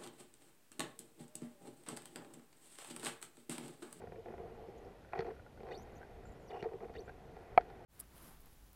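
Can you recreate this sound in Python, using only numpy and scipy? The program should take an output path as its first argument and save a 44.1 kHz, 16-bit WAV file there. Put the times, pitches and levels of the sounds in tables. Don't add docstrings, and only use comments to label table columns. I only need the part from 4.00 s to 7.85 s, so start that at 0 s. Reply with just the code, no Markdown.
import sys
import numpy as np
from scipy import signal
from scipy.io import wavfile
from scipy.ndimage import uniform_filter1d

SR = 44100
rng = np.random.default_rng(int(sys.argv[2]) if len(sys.argv) > 2 else 0)


def to_wav(sig):
    pcm = np.clip(np.atleast_2d(sig), -1, 1) * 32767
    pcm = np.round(pcm).astype(np.int16)
    wavfile.write(sys.argv[1], SR, pcm.T)


def level_to_linear(level):
    exponent = np.asarray(level, float) / 20
    return 10 ** exponent


N = 169785


def evened(x):
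    return x / np.sqrt(np.mean(x ** 2) + 1e-20)


def add(mix, start_s, sound):
    part = mix[round(start_s * SR):][:len(sound)]
    part += sound[:len(part)]


def wobble(length, s):
    bell = np.hanning(2 * int(s * SR) + 3)[None]
    curves = signal.oaconvolve(rng.standard_normal((2, length)), bell, "same")
    return [evened(curve) for curve in curves]


def resonate(x, hz, width):
    pole = np.exp((2j * np.pi * hz - np.pi * width) / SR)
    return 2 * signal.lfilter([1 - abs(pole)], [1, -pole], x).real


# (frequency [Hz], width [Hz], level [dB])
CASE_MODES = [(221, 55, -5), (399.3, 66, 8.5), (446.5, 38.7, 10.5), (709, 76, 4.5), (805, 155, -2),
              (1123, 275, -16), (1393, 178, -10.5), (1937, 246, -15), (2460, 185, -18), (3360, 900, -35),
              (4420, 180, -25), (5250, 720, -40.5), (6430, 236, -74.5)]


def case(low, middle, high, top):
    out = 0
    for hz, width, db in CASE_MODES[:3]:
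        out = out + level_to_linear(db) * resonate(resonate(low, hz, width), hz, 2 * width)
    for force, first, end in (middle, 3, 6), (high, 6, 9), (top, 9, 13):
        for k in range(first, end):
            hz, width, db = CASE_MODES[k]
            ring = resonate(resonate(force, hz, width), hz, 5.8 * width)
            out = out + (-1) ** k * level_to_linear(db) * ring
    return out


GRAINS_PER_S, GRAIN_SPREAD_DB = 900, 2
RUB_HISS, HIGH_HISS = 1.03, 2.5


def grit():
    spread = np.minimum(rng.exponential(1, N), 5)
    size = level_to_linear(GRAIN_SPREAD_DB * spread) * np.sign(rng.standard_normal(N))
    grains = evened(size * (rng.random(N) < GRAINS_PER_S / SR))
    hiss = rng.standard_normal(N)
    return evened(RUB_HISS * hiss + grains), evened(HIGH_HISS * hiss + grains)


DRAG_RISE_S, DRAG_FALL_S = 0.0048, 0.0038
RUB_TOP_DB = -3.5
# (time [s], rub level [dB], extra for middle [dB], extra for high resonances [dB])
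STRAP_TENSION = [(0, -55, 4.5, 0), (.2, -71, -4, 0), (.3, -52, -2, -3.5), (.45, -56, -3.5, -0.5),
                 (.6, -55.5, 1.5, -2), (.9, -60.5, 1, 2.5), (1.0, -67, -6, 9), (1.12, -68, -6, 9),
                 (1.33, -57, -7, 0), (1.52, -75, -10, 9), (1.66, -57, 5, -0.5), (1.9, -57, 1, 2.5),
                 (2.45, -61.5, 0.5, 3.5), (2.9, -64.5, 5.5, 0.5), (3.15, -63.5, 3.5, 5), (3.3, -65, 3, 6.5),
                 (3.4, -57.5, 1, 3.5), (3.85, -57, 1.5, 2)]
# (start [s], length [s], level [dB], extra for middle [dB], extra for high resonances [dB])
STRAP_DRAGS = [(0.121, 0.028, -51, -5, -18), (0.162, 0.046, -50.5, -14, -13),
               (0.256, 0.045, -48, -5.5, -20.5), (0.372, 0.093, -48.5, -4.5, -26),
               (0.807, 0.088, -52.5, -7, -9), (1.146, 0.04, -46, 6.5, 4), (1.12, .006, -58, 8, 15),
               (1.194, 0.016, -44.5, 0.5, 3), (1.212, .018, -45, 0, 1.5), (1.247, 0.034, -41, -8, -7),
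               (1.281, 0.012, -44, 2, -4), (1.299, .016, -40.5, -7, -7), (1.67, 0.04, -47, -2, -6),
               (1.71, .032, -43.5, -5, -8), (1.745, .03, -50, -5, -6), (2.493, 0.047, -52.5, 5, 0),
               (2.538, 0.036, -46.5, 5, -2.5), (2.578, 0.041, -49, -3, -4), (2.633, 0.018, -47, 5, 1),
               (2.651, .013, -39, -2, -12), (2.672, 0.013, -49, 0, -12), (2.707, 0.047, -46, -2.5, -15),
               (2.805, 0.033, -44, -1.5, -10.5), (2.846, 0.013, -45.5, -6.5, -9),
               (2.941, 0.079, -50, -7.5, -11), (3.069, 0.03, -51.5, -2, 1)]


def strap():
    t = np.arange(N) / SR
    force, fine = grit()
    s, db, middle_db, high_db = np.transpose(STRAP_TENSION)
    extra_db = np.array([0 * t, np.interp(t, s, middle_db), np.interp(t, s, high_db)])
    level = level_to_linear(np.interp(t, s, db) + extra_db)
    for start, length, db, middle_db, high_db in STRAP_DRAGS:
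        rise = np.clip((t - start) / DRAG_RISE_S, 0, 1)
        fall = np.exp(-np.maximum(t - start - length, 0) / DRAG_FALL_S)
        drag = level_to_linear(db) * rise * fall
        level = np.hypot(level, drag * level_to_linear(np.array([[0], [middle_db], [high_db]])))
    low, middle, high = level
    rub = case(low * force, middle * force, high * fine, level_to_linear(RUB_TOP_DB) * high * fine)
    return rub / np.std(case(force, force, fine, fine))


SLIP_S, SLIP_ROUGH, LOW_LAG_S = 0.0049, 0.092, .0015
SLIP_EDGE, CONTACT_HZ = 0.49, 6000
SLIP_TRIM_DB = [-3, 0.5, 5, -1.5]
THUD_HZ, THUD_WIDTH_HZ, THUD_DB = 150, 120, -14
# (time [s], peak level [dB], middle [dB], high [dB], top resonances [dB])
STRAP_SLIPS = [(0.018, -47, -52, -57, -73), (0.038, -40, -56, -62, -78), (0.072, -42.5, -56, -54.5, -75),
               (0.12, -41, -48, -53.5, -68), (0.158, -42, -56, -58, -74), (0.258, -40, -45.5, -54, -74),
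               (0.284, -38, -53, -55, -76), (0.304, -46, -56, -63, -74), (0.322, -46, -52, -59, -74),
               (0.338, -45, -44, -57.5, -72), (0.38, -50, -54, -58, -74), (0.398, -42, -57, -61, -76),
               (0.683, -39.5, -60, -69, -78), (1.133, -43, -31, -39.5, -61), (1.179, -43.5, -46, -52, -58),
               (1.191, -26, -36, -41.5, -43), (1.206, -50, -47, -45, -47), (1.246, -52, -46, -55, -64),
               (1.266, -50, -48, -58, -61), (1.575, -57, -61, -64, -70), (1.604, -40.5, -52, -56.5, -72),
               (1.632, -40.5, -46.5, -60, -62), (1.668, -50, -49, -56, -63), (1.687, -46, -49, -56, -66),
               (1.71, -43, -47, -54, -72), (1.796, -50, -49, -64, -72), (2.626, -31, -46, -45, -46),
               (2.641, -52, -52, -57, -57), (2.688, -48, -53, -58, -72), (2.734, -41, -51, -56.5, -68),
               (2.805, -50, -46.5, -57, -76), (2.843, -44, -50, -56, -74), (2.883, -55, -56, -62, -74),
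               (2.895, -41, -48, -61, -75), (2.939, -54, -58, -59, -58), (2.952, -41, -52, -55, -66),
               (3.094, -48, -54, -52.5, -63), (3.366, -54, -52, -60, -70), (3.609, -60, -55, -49.5, -55.5),
               (3.701, -56, -50, -55.5, -59.5)]


def slips():
    out, t = np.zeros(N), np.arange(3000) / SR
    none = 0 * t
    dull = signal.butter(4, CONTACT_HZ, fs=SR)
    for s, *dbs in STRAP_SLIPS:
        jolt = (t == 0) + SLIP_ROUGH * rng.standard_normal(len(t)) * np.exp(-t / SLIP_S)
        edge = signal.lfilter(*dull, signal.lfilter([1, -SLIP_EDGE], [1], jolt))
        thud = resonate(resonate(jolt, THUD_HZ, THUD_WIDTH_HZ), THUD_HZ, THUD_WIDTH_HZ)
        add(out, s, level_to_linear(dbs[0] + THUD_DB) * thud / abs(thud).max())
        rings = (case(jolt, none, none, none), case(none, jolt, none, none),
                 case(none, none, edge, none), case(none, none, none, edge))
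        for ring, db, trim_db, lag in zip(rings, dbs, SLIP_TRIM_DB, (LOW_LAG_S, 0, 0, 0)):
            add(out, s + lag, level_to_linear(db + trim_db) * ring / abs(ring).max())
    return out


WAVER, WAVER_S, FLUTTER_DB = .03, .002, 3.5
FUZZ_S, SMOOTH_HZ = .0009, 4000
OVERTONE_LEVELS = [-9.5, -14]


def squeak(hz, db):
    waver, flutter = wobble(len(hz), WAVER_S)
    fuzz_a, fuzz_b = wobble(len(hz), FUZZ_S)
    turn = np.exp(2j * np.pi * np.cumsum(hz * (1 + WAVER * waver)) / SR)
    tone = turn
    for k, overtone_db in enumerate(OVERTONE_LEVELS, 2):
        tone = tone + level_to_linear(overtone_db) * turn ** k * (k * hz < SR / 3)
    fuzz = (fuzz_a + 1j * fuzz_b) / (1 + (hz / SMOOTH_HZ) ** 2)
    return level_to_linear(db + FLUTTER_DB * flutter) * (tone * (1 + fuzz)).imag


BUCKLE_WIDTH_HZ, BETWEEN_DB = 360, -34.5
SAG_PER_S = 2.53
# (time [s], slip rate [Hz], level [dB])
STRAP_SQUEAKS = [
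    [(1.705, 1710, -45), (1.72, 2070, -32), (1.74, 3470, -40), (1.75, 4300, -36), (1.764, 4500, -42),
     (1.778, 5510, -32), (1.805, 5940, -40), (1.84, 7000, -37)],
    [(2.39, 7440, -48), (2.435, 7020, -50), (2.468, 6460, -51), (2.482, 5850, -43), (2.49, 5300, -36),
     (2.497, 4300, -46), (2.503, 3490, -43), (2.51, 2840, -30.5), (2.524, 1300, -45)],
    [(2.945, 1340, -35), (2.958, 1990, -37.5), (2.968, 2830, -34), (2.98, 3560, -48), (2.994, 4580, -34.5),
     (2.999, 5200, -50), (3.005, 5950, -39), (3.025, 6400, -61), (3.072, 7440, -43)],
]
# (start [s], length [s], slip rate [Hz], level [dB])
STRAP_CHIRPS = [(0.775, 0.016, 6770, -37.5), (2.53, .025, 2850, -44), (2.555, 0.035, 2800, -41),
                (2.59, .03, 2850, -41), (1.705, 0.032, 4530, -46), (0.845, 0.015, 5300, -45),
                (1.918, 0.0066, 6750, -40), (1.952, 0.04, 6950, -37.5), (2.252, 0.015, 7300, -35.5),
                (2.268, 0.011, 7200, -38), (2.282, 0.014, 7250, -40), (2.311, 0.026, 7400, -41)]
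# (frequency [Hz], level [dB])
BUCKLE_MODES = [(1950, -19.5), (2480, -23), (2880, -19), (3600, -18), (4420, -20), (5300, -28),
                (5800, -27.5), (6750, -39), (7300, -39), (11300, -53)]


def squeaks():
    out = np.zeros(N)
    for glide in STRAP_SQUEAKS:
        s, hz, db = np.transpose(glide)
        t = np.arange(s[0], s[-1], 1 / SR)
        sound = squeak(np.interp(t, s, hz), np.interp(t, s, db))
        add(out, s[0], sound * signal.windows.tukey(len(t), .1))
    for s, length, hz, db in STRAP_CHIRPS:
        arch = np.sin(np.pi * np.arange(0, length, 1 / SR) / length)
        sagging_hz = hz * (1 - SAG_PER_S * length * arch ** 2)
        add(out, s, squeak(sagging_hz, db) * np.sqrt(abs(arch)))
    rings = level_to_linear(BETWEEN_DB) * out
    for hz, db in BUCKLE_MODES:
        ring = resonate(resonate(out, hz, BUCKLE_WIDTH_HZ), hz, 2 * BUCKLE_WIDTH_HZ)
        rings = rings + level_to_linear(db) * ring
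    return rings


KNOCK_S, KNOCK_DB, KNOCK_RISE_S = 3.5763, -11.5, 0.0015
DAMPED_S, DAMPED_T60 = 0.008, 0.011
FREE_DB = -16
RATTLE_DB, RATTLE_T60 = -39.5, 0.11
# (frequency [Hz], level [dB], time to fall by 60 dB [s])
KNOCK_MODES = [(300, -25, 0.043), (547, -13.5, 0.071), (726.6, 2, 0.073), (865, -7, 0.02),
               (1303, -8, 0.028), (1663, -14.5, 0.021), (2060, -16.5, 0.022), (2260, -5, 0.015),
               (3180, -23, 0.015), (4300, -24.5, 0.012), (5840, -63, 0.009)]


def knock():
    out, t = np.zeros(N), np.arange(6000) / SR
    ring = 0 * t
    for hz, db, t60 in KNOCK_MODES:
        side = np.sign(1900 - hz)
        ring += side * level_to_linear(db - 60 * t / t60) * np.sin(2 * np.pi * hz * t)
    rise = np.sin(np.pi / 2 * np.minimum(t / KNOCK_RISE_S, 1)) ** 2
    damped = level_to_linear(-60 * np.maximum(t - DAMPED_S, 0) / DAMPED_T60)
    ring *= rise * level_to_linear(KNOCK_DB) * (level_to_linear(FREE_DB) + damped)
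    noise = rng.standard_normal(len(t))
    rattle = evened(case(noise, 2 * noise, 2 * noise, .5 * noise))
    add(out, KNOCK_S, ring + rattle * level_to_linear(RATTLE_DB - 60 * t / RATTLE_T60))
    return out


PING_T60, PING_TICK_DB = 0.05, -0.5
# (time [s], peak level [dB], frequency [Hz])
REEL_PINGS = [(1.048, -59, 1490), (1.3648, -58, 1430), (1.3957, -55.5, 1440), (1.4641, -54.5, 1430),
              (1.5748, -59, 1460), (2.0163, -54, 1526), (2.0303, -49.5, 1576), (2.253, -57, 1424),
              (3.0804, -53, 1545), (3.0942, -50.5, 1600)]


def pings():
    out, t = np.zeros(N), np.arange(3000) / SR
    none, tap = 0 * t, 1. * (t == 0)
    tick = case(none, tap, tap, none)
    tick = level_to_linear(PING_TICK_DB) * tick / abs(tick).max()
    for s, db, hz in REEL_PINGS:
        ring = level_to_linear(-60 * t / PING_T60) * np.sin(2 * np.pi * hz * t)
        add(out, s, level_to_linear(db) * (ring + tick))
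    return out


AIR_DB, PATCH_DB = -56.5, 1
GUST_DB, GUST_TOP_HZ = 1.3, 300
BREEZE_S, BREEZE_DB, BREEZE_TOP_HZ = 3.5, 2.5, 200
# (frequency [Hz], level per Hz [dB])
LAKE_AIR = [(20, -8), (50, 2.5), (100, -2.5), (200, -8), (600, -9), (1500, -28), (3000, -30), (7000, -44)]


def air():
    frames, hz = N // 256 + 5, np.fft.rfftfreq(2048, 1 / SR)[:, None]
    a, b, patches = rng.standard_normal((frames, 1025, 3)).T
    patches = uniform_filter1d(uniform_filter1d(patches, size=20, axis=0), size=14, axis=1)
    gust = evened(uniform_filter1d(rng.standard_normal(frames), size=40))
    f, db = np.transpose(LAKE_AIR)
    level_db = np.interp(np.log(hz + 1), np.log(f), db, right=-80) + PATCH_DB * evened(patches)
    level_db = level_db + GUST_DB * gust / (1 + hz / GUST_TOP_HZ)
    breezy = np.arange(frames) * 256 / SR > BREEZE_S
    level_db = level_db + BREEZE_DB * (hz < BREEZE_TOP_HZ) * breezy
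    z = (a + 1j * b) * level_to_linear(level_db)
    return level_to_linear(AIR_DB) * evened(signal.istft(z, nperseg=2048, noverlap=1792)[1][:N])


def scene():
    return (strap() + slips() + squeaks() + knock() + pings() + air())[None]


def roll_off(x):
    return signal.sosfilt(signal.butter(12, 14960, fs=SR, output="sos"), x)


HISS_DB, HISS_TILT, EDGE_HZ = -78, 0.033, 13950


def record(dry):
    hiss = signal.lfilter([1, HISS_TILT], [1], rng.standard_normal(dry.shape))
    band = signal.firwin(511, EDGE_HZ, window=("kaiser", 8), fs=SR)[None]
    mix = signal.oaconvolve(dry + level_to_linear(HISS_DB) * hiss, band, "same")
    return roll_off(mix)


dry = scene()
out = record(dry)
to_wav(out)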